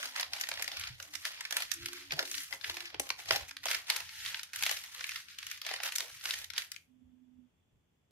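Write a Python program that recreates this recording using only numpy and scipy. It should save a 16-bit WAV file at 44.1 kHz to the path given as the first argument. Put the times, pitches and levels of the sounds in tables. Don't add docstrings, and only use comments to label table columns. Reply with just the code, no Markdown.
import sys
import numpy as np
from scipy import signal
from scipy.io import wavfile

SR = 44100
rng = np.random.default_rng(int(sys.argv[2]) if len(sys.argv) > 2 else 0)


def dump_mix(stems):
    frames = np.atleast_2d(stems).T
    limited = np.clip(frames, -1, 1)
    pcm = np.round(limited * 32767).astype(np.int16)
    wavfile.write(sys.argv[1], SR, pcm)


N = 357629
CONTROL_STEP = 40
SNAP_RISE_S = 0.0003
USUAL_BODY_DB, USUAL_TREBLE_DB = -15.5, -7.0


def from_db(db):
    return 10 ** (np.asarray(db) / 20)


def rms_one(x):
    return x / np.sqrt(np.mean(x ** 2) + 1e-20)


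def in_time(points):
    return np.interp(np.arange(N) / SR, *np.transpose(points))


def at_hz(points, hz):
    freq_hz, values = np.transpose(points)
    return np.interp(np.log(hz), np.log(freq_hz), values)


def per_sample(slow):
    return np.interp(np.arange(N) / CONTROL_STEP, np.arange(len(slow)), slow)


def drift(rate_hz):
    pole = np.exp(-2 * np.pi * rate_hz * CONTROL_STEP / SR)
    white = rng.standard_normal(N // CONTROL_STEP + 2002)
    slow = signal.lfilter([1], [1, -2 * pole, pole * pole], white)[2000:]
    return per_sample(rms_one(slow))


def panned(left_right_db):
    return from_db(np.multiply.outer([.5, -.5], left_right_db))


def slopes(start_s, length_s, rise_db_per_s, fall_db_per_s):
    age = np.arange(0, N + CONTROL_STEP, CONTROL_STEP) / SR - np.reshape(start_s, (-1, 1))
    past_end = np.maximum(age - np.reshape(length_s, (-1, 1)), 0)
    return age, np.minimum(age, 0) * rise_db_per_s - past_end * fall_db_per_s


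def bands(low_hz, likeness, lag_ms, count):
    white = rng.standard_normal((2, 2, N))
    n = np.arange(N)
    lagged = np.round(n - lag_ms * SR / 1000)
    shared = [np.array([np.interp(lagged, n, mid), mid]) for mid, _ in white]
    for k in range(count):
        low, high = low_hz * 2 ** (k / 3), low_hz * 2 ** ((k + 1) / 3)
        hz = np.sqrt(low * high)
        alike = np.clip(at_hz(likeness, hz), 0, 1)
        side = white[k % 2, 1] * [[1], [-1]]
        noise = (np.sqrt(1 + alike) * shared[k % 2] + np.sqrt(1 - alike) * side) / np.sqrt(2)
        yield hz, signal.butter(3, [low, min(high, .45 * SR)], "band", fs=SR, output="sos"), noise


def steady_noise(spectrum, low_hz, count, flicker_db):
    # freq_hz, likeness
    far_likeness = [(60, 0.49), (130, 1), (290, 0.24), (640, 0.13), (1400, 0.019), (16000, 0.0203)]
    return rms_one(sum(from_db(at_hz(spectrum, hz) + flicker_db * drift(7.0)) * signal.sosfilt(sos, noise)
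                       for hz, sos, noise in bands(low_hz, far_likeness, 0, count)))


def narrow_noise(hz, width_hz):
    radius = np.exp(-np.pi * width_hz / SR)
    poles = [1, -2 * radius * np.cos(2 * np.pi * hz / SR), radius * radius]
    return rms_one(signal.lfilter([1, 0, -1], poles, rng.standard_normal((2, N))))


def hiss():
    # freq_hz, density_db
    colour = [(88, -30), (150, 0), (1310, -18.5), (3290, -18), (3930, -30), (6940, -24.5), (7970, -31),
              (15300, -33), (16500, -45)]
    # centre_hz, width_hz, level_db
    thin_bands = [(3400, 100, -94.5), (7500, 98, -100), (14880, 150, -100)]
    broad = from_db(-79) * steady_noise(colour, low_hz=140, count=21, flicker_db=0.5)
    return broad + sum(from_db(level_db + 2.5 * drift(5)) * narrow_noise(hz, width_hz)
                       for hz, width_hz, level_db in thin_bands)


def traffic_rumble():
    # freq_hz, density_db
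    colour = [(15, -44), (25, -13), (64, -1), (81, 2), (146, -5.5), (182, -20), (210, -27.5), (220, -14),
              (230, -8), (300, -38), (510, -120)]
    # time_s, gain_db
    swells = [(.31, -75.5), (.6, -70), (.675, -71), (.8, -64.5), (.91, -60.5), (.99, -68), (1.06, -82),
              (1.17, -79.5), (1.69, -76), (1.83, -57.5), (2.13, -61), (2.39, -73.5), (2.53, -75),
              (2.7, -63.5), (3.0, -61.5), (3.15, -76), (3.32, -55), (3.42, -59), (3.64, -74.5), (3.79, -75),
              (4.05, -66.5), (4.21, -69.5), (4.29, -64.5), (4.61, -70), (4.77, -75.5), (5.01, -79),
              (5.15, -75), (5.47, -72), (6.14, -71.5), (6.41, -69.5), (6.5, -79.5), (7.07, -69),
              (7.39, -78), (7.75, -74)]
    rest_db, hold_s = -80.5, 0.03
    time_s, gain_db = np.transpose(swells)
    _, shape_db = slopes(time_s - hold_s / 2, hold_s, rise_db_per_s=401, fall_db_per_s=349)
    gain = per_sample(from_db(rest_db) + from_db(gain_db[:, None] + shape_db).sum(axis=0))
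    drone = from_db(-3.5) * narrow_noise(hz=85.4, width_hz=4.1)[0]
    return gain * (steady_noise(colour, low_hz=29.17, count=9, flicker_db=2.0) + drone)


def motor_whines():
    # start_s, length_s, first_hz, last_hz, level_db, left_right_db
    whines = [(0.0, 0.14, 258, 258, -75.5, -17), (.25, 0.49, 273.5, 285, -78.5, -6),
              (1.06, .15, 303, 300, -77, -21), (1.75, .24, 335, 359, -60, -3.5),
              (1.988, 0.093, 356, 360, -70, -3), (2.2, .2, 364, 373, -69, -3),
              (1.754, .68, 281, 285, -70.5, -6), (2.668, 0.24, 350, 341, -69, 11),
              (3.455, 0.37, 274, 288, -77, -7), (4.036, 0.25, 886, 886, -75.5, -12),
              (4.277, .18, 880, 880, -73, -1), (4.955, 0.092, 504, 503, -72, -8),
              (6.889, 0.59, 255, 249, -70, -22.5)]
    fade_s = 0.072
    out, t = np.zeros((2, N)), np.arange(N) / SR
    for start_s, length_s, first_hz, last_hz, level_db, pan_db in whines:
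        end_s = start_s + length_s
        hz = np.interp(t, [start_s, end_s], [first_hz, last_hz]) * (1 + 0.0091 * drift(25))
        fade = np.clip(np.minimum(t - start_s, end_s - t) / fade_s + .5, 0, 1) ** 2
        tone = np.sqrt(2) * np.sin(2 * np.pi * np.cumsum(hz) / SR)
        out += panned(pan_db)[:, None] * fade * from_db(level_db + 2.7 * drift(27)) * tone
    return out


def room(source, t60_s=0.22, wall_cut_hz=25000):
    out = np.zeros((2, N))
    dull = np.exp(-2 * np.pi * wall_cut_hz / SR)
    for k, lag in enumerate((rng.uniform(0.0068, 0.028, 16) * SR).astype(int)):
        gain = from_db(-60 * lag / SR / t60_s)
        loop, state = source.copy(), [0.]
        for i in range(lag, N, lag):
            echo, state = signal.lfilter([gain * (1 - dull)], [1, -dull], loop[i - lag:i], zi=state)
            loop[i:i + lag] += echo[:N - i]
        out[k % 2] += (loop - source) * (-1) ** (k // 2)
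    return out


def floor_slaps(rise_s=0.0058, t60_s=0.146):
    # start_s, level_db, pitch_hz
    slaps = [(0.901, -43, 123), (2.129, -42, 150), (3.311, -47.5, 135)]
    out, t = np.zeros(N), np.arange(N) / SR
    for start_s, level_db, pitch_hz in slaps:
        age = np.maximum(t - start_s, 0)
        envelope = from_db(level_db - 60 * age / t60_s) * (1 - np.exp(-age / rise_s))
        out += envelope * np.sin(2 * np.pi * pitch_hz * age)
    return out


def hand_moves():
    # start_s, length_s, level_db, change_db, body_db, treble_db
    moves = [(0.0, 0.093, -37.5, -5.5, -12.5, -13.5), (0.179, 0.064, -32.5, -10, -13.5, -17),
             (0.344, 0.18, -40, -3.5, -14, -16), (0.543, 0.22, -42.5, 1, -11.5, -19),
             (0.776, 0.098, -40, 0, -20, -18.5), (0.995, .05, -52, 3, -9.5, -10.5),
             (1.133, 0.11, -49.5, 0, -18, -9), (1.265, .02, -35, -5, -19.5, -15),
             (1.337, .21, -43.5, -6, -18.5, -19), (1.545, 0.057, -41, 3, -13.5, -13.5),
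             (1.66, 0.36, -49, 5, -28, -15.5), (2.132, 0.012, -37, -10, -9, -18),
             (2.195, 0.0088, -39, 1, -2.5, -16), (2.253, .17, -45.5, 3.5, -33, -7.5),
             (2.525, 0.011, -44, -3, -7, -9.5), (2.648, 0.22, -39.5, -9.5, -15, -15),
             (2.878, 0.007, -41.5, -8.5, -23.5, -22), (2.944, .01, -46.5, -5, -4, -29.5),
             (3.01, 0.046, -53.5, 8, -7.5, -11.5), (3.201, 0.013, -41, -3.5, -13.5, -13),
             (3.282, 0.062, -39, 7.5, -8.5, -16), (3.486, .015, -54.5, -7.5, -33, -0.5),
             (3.659, 0.053, -44, 14, -15.5, -13.5), (3.904, 0.058, -33.5, -1, -15, -15),
             (4.05, 0.2, -48.5, 10, -94, -13), (4.284, 0.18, -36, -19, -20, -13.5),
             (4.561, .15, -41, 4.5, -20, -12.5), (4.746, 0.25, -42, -11, -22.5, -10.5),
             (4.937, 0.25, -46, 3.5, -29, -12.5), (5.302, 0.0088, -46, 0.5, -66, -16),
             (5.397, 0.14, -50.5, 7.5, -36, -14.5), (5.664, 0.12, -37, -5, -13.5, -19.5),
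             (5.857, 0.015, -30, -8, -17, -13), (5.936, 0.11, -56, 12, -8, -8.5),
             (6.124, 0.095, -47, -5.5, -31, -10), (6.256, 0.12, -40.5, 0.5, -16, -10),
             (6.545, 0.015, -50, 8.5, -27, -27.5), (6.572, 0.016, -44, -0.5, -14, 0),
             (6.729, 0.041, -72, -2, -51, 12)]
    start_s, length_s, level_db, change_db, body_db, treble_db = np.transpose(moves)[:, :, None]
    age, shape_db = slopes(start_s, length_s, rise_db_per_s=449.5, fall_db_per_s=171.5)
    power = from_db(level_db + change_db * np.clip(age / length_s, 0, 1) + shape_db) ** 2 + 1e-30
    total = power.sum(axis=0)
    body, treble = (per_sample((power * db).sum(axis=0) / total) for db in (body_db, treble_db))
    return per_sample(10 * np.log10(total)), body, treble


def fold_tilt_db(hz, body_db, treble_db):
    body = np.clip(np.log2(1300 / hz) / 0.9, 0, 1) + 0.28 * np.clip(np.log2(650 / hz), 0, 1)
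    treble = np.clip(np.log2(hz / 5500) / 0.21, 0, 1)
    return body * (body_db - USUAL_BODY_DB) + treble * (treble_db - USUAL_TREBLE_DB)


def ring_down(clicks, t60_s):
    rise = np.exp(-1 / (SNAP_RISE_S * SR))
    decay = from_db(-60 / (t60_s * SR))
    return signal.lfilter([1 - rise], np.convolve([1, -rise], [1, -decay]), clicks + 1e-18)


def rustle(hz, t60_s, moves, buckle_at, size_db):
    level_db, body_db, treble_db = moves
    buckles = np.zeros(N)
    buckles[buckle_at] = from_db(size_db + rng.normal(0, 2.9, len(buckle_at)))
    bursts = ring_down(buckles, t60_s)
    buckle_gain = 0.82 / np.sqrt(np.mean(bursts ** 2))
    hollow_db = 3.4 * drift(8.2) * np.clip(np.log2(2500 / hz), 0, 1)
    slide_db = -0.5 + 0.25 * (USUAL_BODY_DB - body_db)
    sliding = from_db(slide_db + drift(25))
    gain = from_db(level_db + fold_tilt_db(hz, body_db, treble_db) + hollow_db)
    gain /= np.sqrt(.5 + from_db(slide_db) ** 2)
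    return gain * (buckle_gain * bursts + sliding), gain * buckle_gain * buckles


def crease_snaps(hz, t60_s):
    # time_s, level_db, ring_hz, body_db, treble_db, left_right_db
    creases = [(0.0877, -39, 1730, -27, -13, -0.5), (0.161, -28, 1600, -22, -19, -5),
               (0.2093, -27.5, 5300, -34, -6.5, -1.0), (0.229, -24.5, 1930, -18, -36, -3),
               (0.3341, -22.5, 5040, -23, -14, -1), (0.399, -40, 2470, -40, -2, -1.5),
               (0.4115, -24.5, 5200, -38, -8, 0), (0.4372, -24, 1830, -20, -26, 0.5),
               (0.4705, -36, 2290, -37, -15, 2.5), (0.4888, -26, 5080, -13, -6.5, -3.5),
               (0.5154, -25, 1900, -5.5, -31, -2), (0.5731, -33.5, 1980, -15, -29, -4),
               (0.596, -28.5, 1040, -10, -23, -10), (0.623, -21.5, 2110, -37, -7.5, -1),
               (0.6432, -34, 1970, -26, -10.5, -2), (0.6785, -25.5, 1970, -13, -14.5, 1),
               (0.717, -33, 4860, -24, -21, -0.5), (0.7692, -33.5, 2630, -23, -15, -2),
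               (0.796, -35, 2300, -34, -3, -1.5), (0.8113, -32, 2550, -30, -13, -1.0),
               (0.8704, -39, 2280, -43, -43, -0.5), (1.0005, -29, 1310, -16, -21, -3.0),
               (1.026, -38, 5610, -29, -6.5, -0.5), (1.1374, -35.5, 5080, -17, -13, 2.5),
               (1.1534, -30, 5600, -23, -13, -15.5), (1.2522, -25, 1670, -46, -17, 1.5),
               (1.3164, -39, 2010, -22, -17, -5), (1.408, -25.5, 1720, -24, -14.5, 1),
               (1.4521, -24.5, 2260, -33, -19, -2), (1.508, -27, 5560, -16.5, -12, -7.5),
               (1.5251, -21, 3560, -16, -10, 0.5), (1.568, -15.5, 1740, -19, -12, -1.5),
               (1.6221, -21, 2000, -32, -15.5, -2), (1.716, -26.5, 5200, -73, -9.5, -18),
               (1.739, -40.5, 5460, -49, 6.5, 3.0), (1.8592, -37, 3850, -36, -6, -6.5),
               (1.8586, -26, 5330, -41, -15.5, -1), (1.8852, -31, 3130, -17, -15, 0),
               (1.9315, -35.5, 5440, -20, -7, -5), (2.1078, -26.5, 2640, -26, -33, 2),
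               (2.1213, -21.5, 2080, -13, -19, 1), (2.1919, -16, 1740, -27, -21, 0),
               (2.3139, -32, 6100, -21, -7, -1.0), (2.343, -29, 2620, -39, -23, -3),
               (2.38, -31.5, 5430, -51, -15, 15), (2.5263, -27.5, 1950, -31, -34, 11.5),
               (2.6115, -38.5, 3500, -28, -21, 13), (2.6434, -22.5, 2040, -61, -38, 1),
               (2.6974, -28, 3690, -9, -20, -0.5), (2.7691, -28.5, 2180, -8.5, -14.5, -0.5),
               (2.8052, -30.5, 2220, -24, -18, -6), (2.8556, -31, 1990, -25, -20, 1.5),
               (2.9445, -30.5, 2700, 2, -27.5, -2), (2.9973, -20, 2300, -3, -7, 3),
               (3.0913, -34, 4800, -26, -8, 6.5), (3.1031, -17, 5240, -15, -20, -0.5),
               (3.2853, -35, 1620, -34, -14.5, 4.0), (3.2894, -31, 5100, -26, -21, 6.5),
               (3.3084, -12, 1100, -7, -29.5, -2), (3.3604, -23.5, 3580, -7, -12.5, 2),
               (3.4925, -41, 2530, -33, -14, -4), (3.5107, -29.5, 1490, -34, -21, -1),
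               (3.5677, -29.5, 1560, -51, -17.5, -4), (3.6326, -36.5, 1940, -28, -20, -2.5),
               (3.6388, -30.5, 1620, -17, -19, -2.5), (3.6564, -21.5, 1200, -2, -10.5, -1),
               (3.6849, -25.5, 5500, -14, -23, 4.5), (3.704, -29.5, 1760, -13, -15.5, -2),
               (3.7464, -21, 4800, -27, -13.5, -4.5), (3.9, -17.5, 3980, -22, -12, 2),
               (3.964, -31.5, 1710, -21, -0.5, 3), (4.0037, -29, 2170, -15, -11, -2),
               (4.0916, -34.5, 2200, -41, -27, 4), (4.2505, -33.5, 3180, -30, -14, 1.0),
               (4.2613, -27, 3650, -21.5, -19, -5), (4.3448, -23, 1760, -33, -30.5, 1),
               (4.3944, -27.5, 2420, -45, -28, 2), (4.4322, -34.5, 3110, -29, -7.5, 0),
               (4.5335, -32, 2310, -44, -12.5, -3.5), (4.538, -35.5, 1900, -45, -13.5, 1.5),
               (4.56, -31.5, 2070, -40, -4.5, 2), (4.591, -33.5, 2000, -33.5, -10, 0.5),
               (4.6247, -21.5, 2370, -16, -11.5, 2), (4.6354, -20, 3300, -28, -9.5, 0.5),
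               (4.6636, -19, 2200, -9, -14, 1.0), (4.6937, -22, 1830, -11, -16.5, 5.5),
               (4.7126, -21, 2800, -8, -9, 0.5), (4.9933, -38.5, 2890, -22, -25.5, -5),
               (5.009, -27.5, 2010, -18, -25.5, 4), (5.0418, -26.5, 2340, -26, -16.5, 0),
               (5.0679, -42, 2000, -45, -4, 9), (5.0926, -29, 2330, -56, -15, 1),
               (5.1177, -31, 1800, -54, -25, -1.0), (5.1592, -25, 2880, -46, -16.5, -2.5),
               (5.2854, -40, 2270, -47, -29, 10), (5.3865, -30.5, 2730, -44, -11, 0),
               (5.4282, -30, 2830, -37, -27, -2), (5.4671, -30.5, 2760, -52, -11.5, 0),
               (5.5134, -28.5, 2100, -50, -13, 0.5), (5.6162, -28, 4800, -42, -16, 2.5),
               (5.6497, -33.5, 2840, -25, -25, 2), (5.665, -27, 1990, -6, -12, 2.5),
               (5.713, -32.5, 2010, 3, -18.5, 5.5), (5.7384, -26, 1930, -7, -13, -1),
               (5.802, -27.5, 1880, -8, -33, -4), (5.8342, -27.5, 1600, -13, -11.5, 2),
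               (5.8885, -30, 1500, -22.5, -39, -8), (5.9216, -28.5, 2050, -23, -13, 3),
               (5.9547, -30, 5500, -42, -7.5, 6), (5.9594, -22.5, 6500, -44, -9, -3),
               (5.9834, -26, 5400, -34, -7.5, 7), (6.0048, -21.5, 3800, -15, -14, 3),
               (6.2108, -38, 5130, -36, -24, 2), (6.2392, -41.5, 3110, -17, -6, 4.5),
               (6.2552, -23, 1720, -21, -26, -3), (6.3082, -23.5, 3980, -37, -20, 4),
               (6.3389, -27.5, 1850, -26, -15.5, 2), (6.4432, -33, 3130, -43, -11.5, -5.5),
               (6.5023, -31, 3920, -58, -17.5, 11.5), (6.5353, -33, 1860, -43.5, -15.5, 0),
               (6.5799, -15.5, 2950, -37, -19, -1.5), (6.6203, -32, 2570, -43, -14, -1),
               (6.7177, -30.5, 3720, -91, -6, 4.5), (6.7442, -38, 1860, -65, -28, -2),
               (6.7627, -36.5, 2430, -66, -17, 10)]
    click_gain = 2.4
    time_s, level_db, ring_hz, body_db, treble_db, pan_db = np.transpose(creases)
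    onsets = np.round((time_s - SNAP_RISE_S) * SR).astype(int)
    ring_db = 6.3 * np.exp(-(np.log2(hz / ring_hz) / 0.26) ** 2)
    band_db = level_db + ring_db + fold_tilt_db(hz, body_db, treble_db) + rng.normal(0, 2.0, len(onsets))
    snaps = np.zeros((2, N))
    snaps[:, onsets] = panned(pan_db) * from_db(band_db)
    attack = 0.51 * ring_down(snaps, t60_s=0.0019)
    return ring_down(snaps, t60_s) + attack, click_gain * snaps


def paper():
    # freq_hz, density_db
    colour = [(160, -43), (280, -22), (344, -24), (422, -22.5), (680, -11.5), (1150, -12), (1740, -3.5),
              (3680, -3.5), (4360, -9), (5260, -1), (7790, -8), (12600, -6.5), (15200, -16), (16500, -48)]
    # freq_hz, t60_s
    decay = [(300, 0.017), (1000, 0.025), (3000, 0.018), (8000, 0.023), (16000, 0.021)]
    # freq_hz, likeness
    likeness = [(300, 0.49), (1000, .55), (3000, 0.6), (8000, 0.41), (16000, 1)]
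    # time_s, lag_ms
    left_lag = [(0, 0.11), (3.2, 0.11), (3.8, 0.017), (5.5, 0.00084), (8.2, 0.011)]
    # time_s, gain_db
    depth = [(0, -9), (1.4, -0.5), (2.4, 2.5), (2.9, 5.5), (3.3, 0.5), (4.0, -2.5), (4.6, -6), (5.6, -10.5),
             (6.0, -1.5), (6.8, -1.5)]
    moves, depth_db = hand_moves(), in_time(depth)
    buckles_per_s = 300 * from_db(3.0 * drift(25))
    buckle_at = np.flatnonzero(rng.random(N) < buckles_per_s / SR)
    size_db = 5.2 * np.minimum(rng.exponential(1, N), 4.5)[buckle_at]
    lag_ms = in_time(left_lag) + .07 * drift(90)
    out = np.zeros((2, N))
    for hz, sos, noise in bands(266.1, likeness, lag_ms, count=18):
        t60_s = at_hz(decay, hz)
        snap_envelope, snap_clicks = crease_snaps(hz, t60_s)
        rustle_envelope, buckle_clicks = rustle(hz, t60_s, moves, buckle_at, size_db)
        shaking = (snap_envelope + rustle_envelope) * noise + snap_clicks + buckle_clicks
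        low_end_db = depth_db * np.clip(np.log2(520 / hz) / .4, 0, 1)
        band = from_db(at_hz(colour, hz) + low_end_db + 4.5) * signal.sosfilt(sos, shaking)
        out += np.roll(band, -int(1.8 * SR / hz), axis=1)
    return out


def scene():
    sheet = paper() + floor_slaps()
    background = traffic_rumble() + hiss() + motor_whines()
    return background + from_db(-15) * room(sheet.mean(axis=0)) + sheet


def record(dry):
    roll_off_hz, cutoff_hz = 15600, 16600
    soft = signal.sosfilt(signal.butter(4, roll_off_hz, fs=SR, output="sos"), dry)
    return signal.sosfilt(signal.cheby2(12, 60, cutoff_hz, fs=SR, output="sos"), soft)


dry = scene()
out = record(dry)
dump_mix(out)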